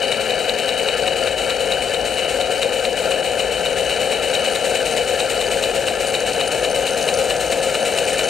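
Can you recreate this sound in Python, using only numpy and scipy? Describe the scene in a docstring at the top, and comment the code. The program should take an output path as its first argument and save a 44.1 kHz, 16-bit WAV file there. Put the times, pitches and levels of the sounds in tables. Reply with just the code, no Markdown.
"""A model steam engine hauls a log with a geared winch, outdoors, close by and a little to the left.
From the start, fast gears rattle the base and frame while the crank turns about five times a second.
Each turn gives two puffs of steam and one knock of a loose bearing; a slow gear ticks in between.
The engine slows at around three seconds, then wavers at about four to four and a half turns a second.
After six seconds the cable is tight: the gear teeth ring higher and now and then catch hard."""
import sys
import numpy as np
from scipy import signal
from scipy.fft import rfft, irfft
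from scipy.io import wavfile
from scipy.ndimage import uniform_filter1d

SR = 44100
rng = np.random.default_rng(int(sys.argv[2]) if len(sys.argv) > 2 else 0)


def wav_out(sig):
    """Save sig, one row per channel (or a flat mono array), as 16-bit PCM at SR to the path in sys.argv[1]."""
    wavfile.write(sys.argv[1], SR, np.round(np.clip(np.atleast_2d(sig).T, -1, 1) * 32767).astype(np.int16))


N = 365588
TIME = np.arange(N) / SR

# the loose bearing knocks once in each turn of the crank: t/s, pin level/dB, rod level/dB
CRANK_KNOCKS = [(0.1253, -17, -21), (0.3057, -18.5, -25), (0.495, -10.5, -20), (0.6908, -14.5, -22),
                (0.8871, -14.5, -16), (1.0785, -18, -19), (1.2739, -17, -19), (1.5052, -15, -22),
                (1.7213, -15, -19), (1.9447, -17, -26), (2.1912, -22, -27), (2.4134, -16, -20),
                (2.6305, -14, -17), (2.8521, -17, -19), (3.1183, -19, -18), (3.4032, -19, -17),
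                (3.66, -18, -22), (3.907, -27, -21), (4.127, -25, -19), (4.3513, -16, -21),
                (4.5594, -17, -25), (4.7571, -18, -21), (4.9774, -26, -28), (5.2036, -15, -18),
                (5.4144, -16, -21), (5.6385, -16, -22), (5.8825, -21, -16), (6.1509, -17, -22),
                (6.4117, -17, -17), (6.6498, -20, -20), (6.8771, -19.5, -23), (7.0885, -17, -16),
                (7.307, -19, -17), (7.5266, -19, -22), (7.7527, -18, -16), (7.9859, -21, -17),
                (8.1936, -20, -18)]
# how one piston stroke unfolds: share of the stroke/0-1, steam/dB, force on the frame/dB, gear slack/dB
STROKE_SHAPE = [(0, -3.5, 3.5, -1), (.1, 4.5, 5.5, -1.5), (.25, 1, 4, -3.5), (.42, -2, 3, -12.5),
                (.6, -1.5, 2, 2.5), (.75, -2.5, 2.5, 4.5), (.88, -5.5, -1.5, 1)]


def amp(db):
    """Turns decibels into a gain."""
    return 10 ** (np.asarray(db) / 20)


def unit_level(x):
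    """Scales a signal to an average (rms) level of one."""
    return x / np.sqrt(np.mean(x ** 2) + 1e-20)


def over_time(rows, column=1):
    """Joins the points of a timed table, giving a value for every sample."""
    rows = np.asarray(rows)
    return np.interp(TIME, rows[:, 0], rows[:, column])


def over_frequency(points, hz):
    """Joins the points of a frequency table, spaced as the ear hears pitch."""
    f, value = np.transpose(points)
    return np.interp(np.log(hz + 1), np.log(f + 1), value)


def drift(rate_hz):
    """A smooth random wobble that changes up to about rate_hz times a second."""
    spectrum = rfft(rng.standard_normal(N))
    hz = np.fft.rfftfreq(N, 1 / SR)
    return unit_level(irfft(spectrum / (1 + (hz / rate_hz) ** 4), N))


def clicks(times, sizes):
    """One sharp click at each given time."""
    samples = np.clip(np.round(times * SR).astype(int), 0, N - 1)
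    return np.bincount(samples, sizes, N)


def resonate(x, modes, colour, size=8192):
    """Makes x ring like an object: modes are its ringing notes, colour is its broad tone."""
    hz = np.fft.rfftfreq(size, 1 / SR)
    power = amp(over_frequency(colour, hz)) ** 2
    for centre_hz, width_hz, db in modes:
        power = power + amp(db) ** 2 / (1 + 2 * ((hz - centre_hz) / width_hz) ** 2) ** 2
    log_gain = np.log(np.r_[power, power[-2:0:-1]]) / 2
    response = np.exp(np.conj(signal.hilbert(log_gain)))  # the ring follows the blow, never leads it
    ring = np.fft.ifft(response).real[:size // 2]
    return signal.oaconvolve(x, ring / np.linalg.norm(ring))[:N]  # the tables set tone, not loudness


def scraped(blows, length_s, rough):
    """Parts scrape as they hit: a share (rough) of each blow's energy becomes a short burst of noise."""
    t = np.arange(1024) / SR
    shape = t * np.exp(-3 * t / length_s)
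    energy = signal.oaconvolve(blows ** 2, shape / shape.sum())[:N]
    burst = np.sqrt(rough * abs(energy)) * np.sign(rng.standard_normal(N))
    return np.sqrt(1 - rough) * blows + burst


def loose_teeth(per_s, jitter, spread_db):
    """Loose gear teeth strike at an uneven pace, on either side and with uneven force."""
    slip, force, side = rng.standard_normal((int(per_s * N / SR), 3)).T
    times = (np.arange(len(slip)) + jitter * slip) / per_s
    return unit_level(clicks(times, np.sign(side) * amp(spread_db * force)))


def piston_travel():
    """Counts the piston's strokes so far, two for each turn of the crank."""
    knock_lag = .17  # share of a stroke from the opening of the exhaust to the knock
    knocks = np.asarray(CRANK_KNOCKS)[:, 0]
    knocks = np.r_[2 * knocks[0] - knocks[1], knocks, 2 * knocks[-1] - knocks[-2]]  # one more at each end
    return 2 * np.interp(TIME, knocks, np.arange(len(knocks))) + knock_lag


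def stroke_db(travel, column):
    """One column of STROKE_SHAPE, repeated for every stroke."""
    shape = np.asarray(STROKE_SHAPE)
    return np.interp(travel, shape[:, 0], shape[:, column], period=1)


def effort(travel, part, lopsided, return_db, uneven_db):
    """How hard one part is driven: by the load, by the point in the stroke, and a little by chance."""
    # the load as the log drags: t/s, steam level/dB, frame level/dB, teeth level/dB
    load = [(0, -36, -28, -46.5), (1.2, -34.5, -30, -48), (3.1, -34.5, -31, -50.5),
            (4.1, -33.5, -29.5, -51), (4.5, -32, -30, -48), (5.9, -32.5, -33, -49.5),
            (6.4, -33, -30.5, -47.5), (7.6, -31.5, -34, -46.5), (8.29, -31.5, -30, -42)]
    column = {"steam": 1, "frame": 2, "teeth": 3}[part]
    stroke = np.floor(travel).astype(int)
    side = (-1.) ** stroke  # the valve is off centre: the knocking stroke fades further than the return
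    swing_db = (1 + lopsided * side) * stroke_db(travel, column) - return_db * side
    chance_db = uneven_db * rng.standard_normal(2 * len(CRANK_KNOCKS) + 4)[stroke]
    db = over_time(load, column) + swing_db + chance_db
    return amp(uniform_filter1d(db, size=160))


def low_rumble():
    """A faint low hum slowly swells and fades."""
    swell = [(0, -48), (.9, -47), (1.5, -42.5), (2.2, -41.5), (3.2, -46), (3.65, -42), (4.6, -47),
             (5.15, -44), (5.9, -43), (6.3, -46), (7.35, -43), (7.8, -47)]  # loudness of the hum: t/s, level/dB
    modes = [(51.8, 14.4, 0)]  # its deep note: f/Hz, width/Hz, level/dB
    colour = [(10, -36), (30, -21), (70, -8), (120, -17.5), (300, -34), (2000, -66)]  # its broad tone: f/Hz, level/dB
    return amp(over_time(swell)) * resonate(rng.standard_normal(N), modes, colour)


def base_rattle():
    """The fast gears drum on the base plate: a hollow clatter that grows a little with the load."""
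    modes = [(432, 82, -10), (493.7, 69, -2), (537, 40, 0.5), (680, 155, -6.5), (732, 22, -8)]  # notes of the plate: f/Hz, width/Hz, level/dB
    colour = [(40, -51), (90, -21), (150, -19.5), (240, -16), (330, -22), (600, -13), (850, -22),
              (1100, -36), (2000, -42), (5000, -90)]  # its broad tone: f/Hz, level/dB
    start_db, rise_db_per_s, waver_db = -23, 0.1658, .5
    blows = loose_teeth(per_s=420, jitter=0.3465, spread_db=2.5)
    db = start_db + rise_db_per_s * TIME + waver_db * drift(rate_hz=21)
    return amp(db) * resonate(blows, modes, colour)


def frame_chatter(travel):
    """Small blows from the fast gears keep the metal frame ringing, most while the piston pushes."""
    modes = [(2290, 110, -5.5), (2490, 280, -11), (2915, 74, 4), (2996, 75, 4), (3050, 60, -5),
             (3860, 55, -4), (3930, 110, -4), (4367, 70, -5.5), (4540, 54, -17)]  # notes of the frame: f/Hz, width/Hz, level/dB
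    colour = [(500, -43), (1150, -22.5), (1500, -14), (2050, -13), (2800, -6.5), (3250, -40), (4500, -24),
              (5200, -26), (7000, -27), (14000, -50)]  # its broad tone: f/Hz, level/dB
    push = effort(travel, "frame", lopsided=0.19, return_db=.5, uneven_db=0.66)
    blows = loose_teeth(per_s=600, jitter=.5, spread_db=3.0)
    return amp(-0.5) * resonate(blows * push, modes, colour)


def slow_gear(travel):
    """Each tooth clacks as it meets the next; its edge also rings, most when the gears run slack."""
    clack_modes = [(1265, 26, 1.3), (1367.5, 36, 4), (1410, 9.7, 4.3), (1549, 112, 2.5), (1737, 62, 4.6)]  # notes of the gear: f/Hz, width/Hz, level/dB
    clack_colour = [(500, -21.5), (1150, -35), (1600, -25), (2500, -8), (3500, -19), (5000, -19.5),
                    (12000, -42)]  # its broad tone: f/Hz, level/dB
    tick_modes = [(4520, 240, 7), (4780, 160, 4.5), (9417, 59, 3.5)]  # a tooth's lower ring, cable loose: f/Hz, width/Hz, level/dB
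    ping_modes = [(6290, 230, 2), (8200, 300, -13), (9417, 69, 4)]  # its higher ring, cable tight: f/Hz, width/Hz, level/dB
    edge_colour = [(1000, -24), (4000, -31), (5500, -5), (7500, -30), (9000, -24), (11000, -36),
                   (15000, -38)]  # broad tone of both rings: f/Hz, level/dB
    tension = [(0, 0.1), (3.1, 0.3), (3.6, 0.7), (5.8, 0.3), (6.3, 0.8), (8.29, 0.74)]  # tightness of the cable: t/s, share of the higher ring/0-1
    catches = [(6.2033, -19), (6.334, -19), (6.4766, -19.5), (6.9067, -21), (7.013, -20), (7.0273, -19),
               (7.1402, -18), (7.1723, -20), (7.2374, -29), (7.365, -21), (8.241, -20)]  # teeth that catch hard on the tight cable: t/s, level/dB
    teeth_per_stroke, lead, wander = 8, .42, .22  # lead on the valve and wander are shares of a tooth
    clack_db, clack_spread_db, edge_db, edge_spread_db, catch_db = -5.5, 1.1, 34, 2.5, 16

    tooth = np.floor(teeth_per_stroke * travel + lead + wander * drift(rate_hz=12)).astype(int)
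    meets = np.flatnonzero(np.diff(tooth) > 0)
    clack_chance, edge_chance = rng.standard_normal((tooth.max() + 1, 2))[tooth[meets]].T
    slack_db = stroke_db(travel[meets], column=3)
    clacks = clicks(TIME[meets], amp(clack_db + 0.33 * slack_db + clack_spread_db * clack_chance))
    clacks = scraped(clacks, length_s=0.0048, rough=0.89)

    slack = effort(travel, "teeth", lopsided=0.091, return_db=1.1, uneven_db=1.5)
    edges = clicks(TIME[meets], slack[meets] * amp(edge_db + edge_spread_db * edge_chance))
    catch_times, catch_levels = np.transpose(catches)
    edges += clicks(catch_times, amp(catch_db + catch_levels))
    edges = scraped(edges, length_s=0.0013, rough=0.36)
    tight = over_time(tension)
    pings = resonate(edges * np.sqrt(tight), ping_modes, edge_colour)
    ticks = resonate(edges * np.sqrt(1 - tight), tick_modes, edge_colour)
    return resonate(clacks, clack_modes, clack_colour) + pings + ticks


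def bearing_knock():
    """The crank pin hits its loose bearing in the connecting rod: the pin rings high, the rod lower."""
    pin_modes = [(3860, 250, 0)]  # note of the pin: f/Hz, width/Hz, level/dB
    pin_colour = [(300, -32), (2200, -24), (3300, -23), (4200, -10), (4700, -25), (5500, -33), (9300, -31),
                  (11000, -35), (15000, -46)]  # its broad tone: f/Hz, level/dB
    rod_modes = [(2430, 200, -0.5), (2870, 200, 3)]  # duller notes of the rod: f/Hz, width/Hz, level/dB
    rod_colour = [(300, -25), (1300, -8.5), (2200, -24), (3300, -25), (5000, -27), (15000, -53)]  # its broad tone: f/Hz, level/dB
    times, pin_db, rod_db = np.transpose(CRANK_KNOCKS)
    pin = scraped(clicks(times, amp(pin_db)), length_s=.003, rough=.25)
    rod = scraped(clicks(times, amp(rod_db)), length_s=.003, rough=.25)
    return amp(18) * resonate(pin, pin_modes, pin_colour) + amp(19) * resonate(rod, rod_modes, rod_colour)


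def steam_puffs(travel):
    """Steam bursts from the exhaust pipe as the valve opens and thins out through the stroke."""
    modes = [(5470, 190, -8), (6340, 150, -8.5), (6900, 143, 2), (7380, 140, -2), (8100, 144, 3.5),
             (8390, 130, -2.5), (10080, 70, -9), (11140, 170, -18), (12100, 150, -20), (12880, 150, -11.5),
             (13330, 130, -15), (14140, 130, -10.5), (15000, 150, -20), (15370, 90, -19)]  # high notes in the hiss: f/Hz, width/Hz, level/dB
    colour = [(800, -20), (1900, -4.5), (2600, 3), (3300, -8), (4100, -2), (5000, -10.5), (6200, -10),
              (7700, -13), (8500, -1.5), (9500, -13.5), (10500, -14), (11600, -21), (14200, -22),
              (15600, -43)]  # its broad tone: f/Hz, level/dB
    jet = rng.standard_normal(N) * amp(1.6 * drift(rate_hz=400))
    flow = effort(travel, "steam", lopsided=0.22, return_db=0.44, uneven_db=.5)
    return amp(3.0) * resonate(jet * flow, modes, colour)


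def left_and_right(direct, stray, size=2048):
    """The microphone's left side faces the engine; the right hears it shaded, mixed with stray sound."""
    balance = [(60, 2), (140, 2), (250, 6.1), (500, 7.4), (750, 9.1), (1300, 4.2), (1750, 4.2), (2500, 6.9),
               (3000, 5.9), (4200, 4), (6400, 4), (8200, 9.9), (10500, 9.3), (15000, 11.4)]  # how much louder the left is: f/Hz, level/dB
    likeness = [(60, .99), (150, 0.95), (500, 0.99), (1500, 1), (3000, 1), (6000, 0.79), (8200, 0.73),
                (10000, 0.64), (15000, 0.37)]  # how alike the two sides are: f/Hz, likeness/0-1
    lead = [(60, -0.46), (2700, -0.32), (6000, 0.12), (8200, .6), (10200, -0.19), (15400, -1.2)]  # how far the left wave is ahead: f/Hz, phase/rad
    turn = [(0, -0.6), (3.5, -0.2), (8.29, 1.6)]  # the microphone turns a little towards the engine: t/s, right level/dB
    hz = np.fft.rfftfreq(size, 1 / SR)
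    shade = amp(-over_frequency(balance, hz))
    alike = over_frequency(likeness, hz)
    right_path = shade * alike * np.exp(-1j * over_frequency(lead, hz))
    stray_path = shade * np.sqrt(1 - alike ** 2)
    paths = np.array([np.ones(len(hz)), right_path, stray_path]) * 2 / (1 + shade)
    filters = np.roll(irfft(paths), size // 2, axis=1)
    heard = signal.oaconvolve(np.array([direct, direct, stray]), filters, axes=1)
    left, right, scattered = heard[:, size // 2:size // 2 + N]
    return np.array([left, (right + scattered) * amp(over_time(turn))])


def scene():
    """The engine and winch over a faint low hum."""
    travel = piston_travel()
    # the clatter and steam are made twice, from fresh noise: the two sides hear them a little differently
    direct, stray = (base_rattle() + frame_chatter(travel) + steam_puffs(travel) for _ in range(2))
    return low_rumble() + left_and_right(direct + slow_gear(travel) + bearing_knock(), stray)


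def record(dry):
    """Cuts off the very highest treble."""
    cutoff_hz = 15650
    low_pass = signal.firwin(511, cutoff_hz, window=("kaiser", 9), fs=SR)
    return signal.oaconvolve(dry, low_pass[None], "same")


dry = scene()
out = record(dry)
wav_out(out)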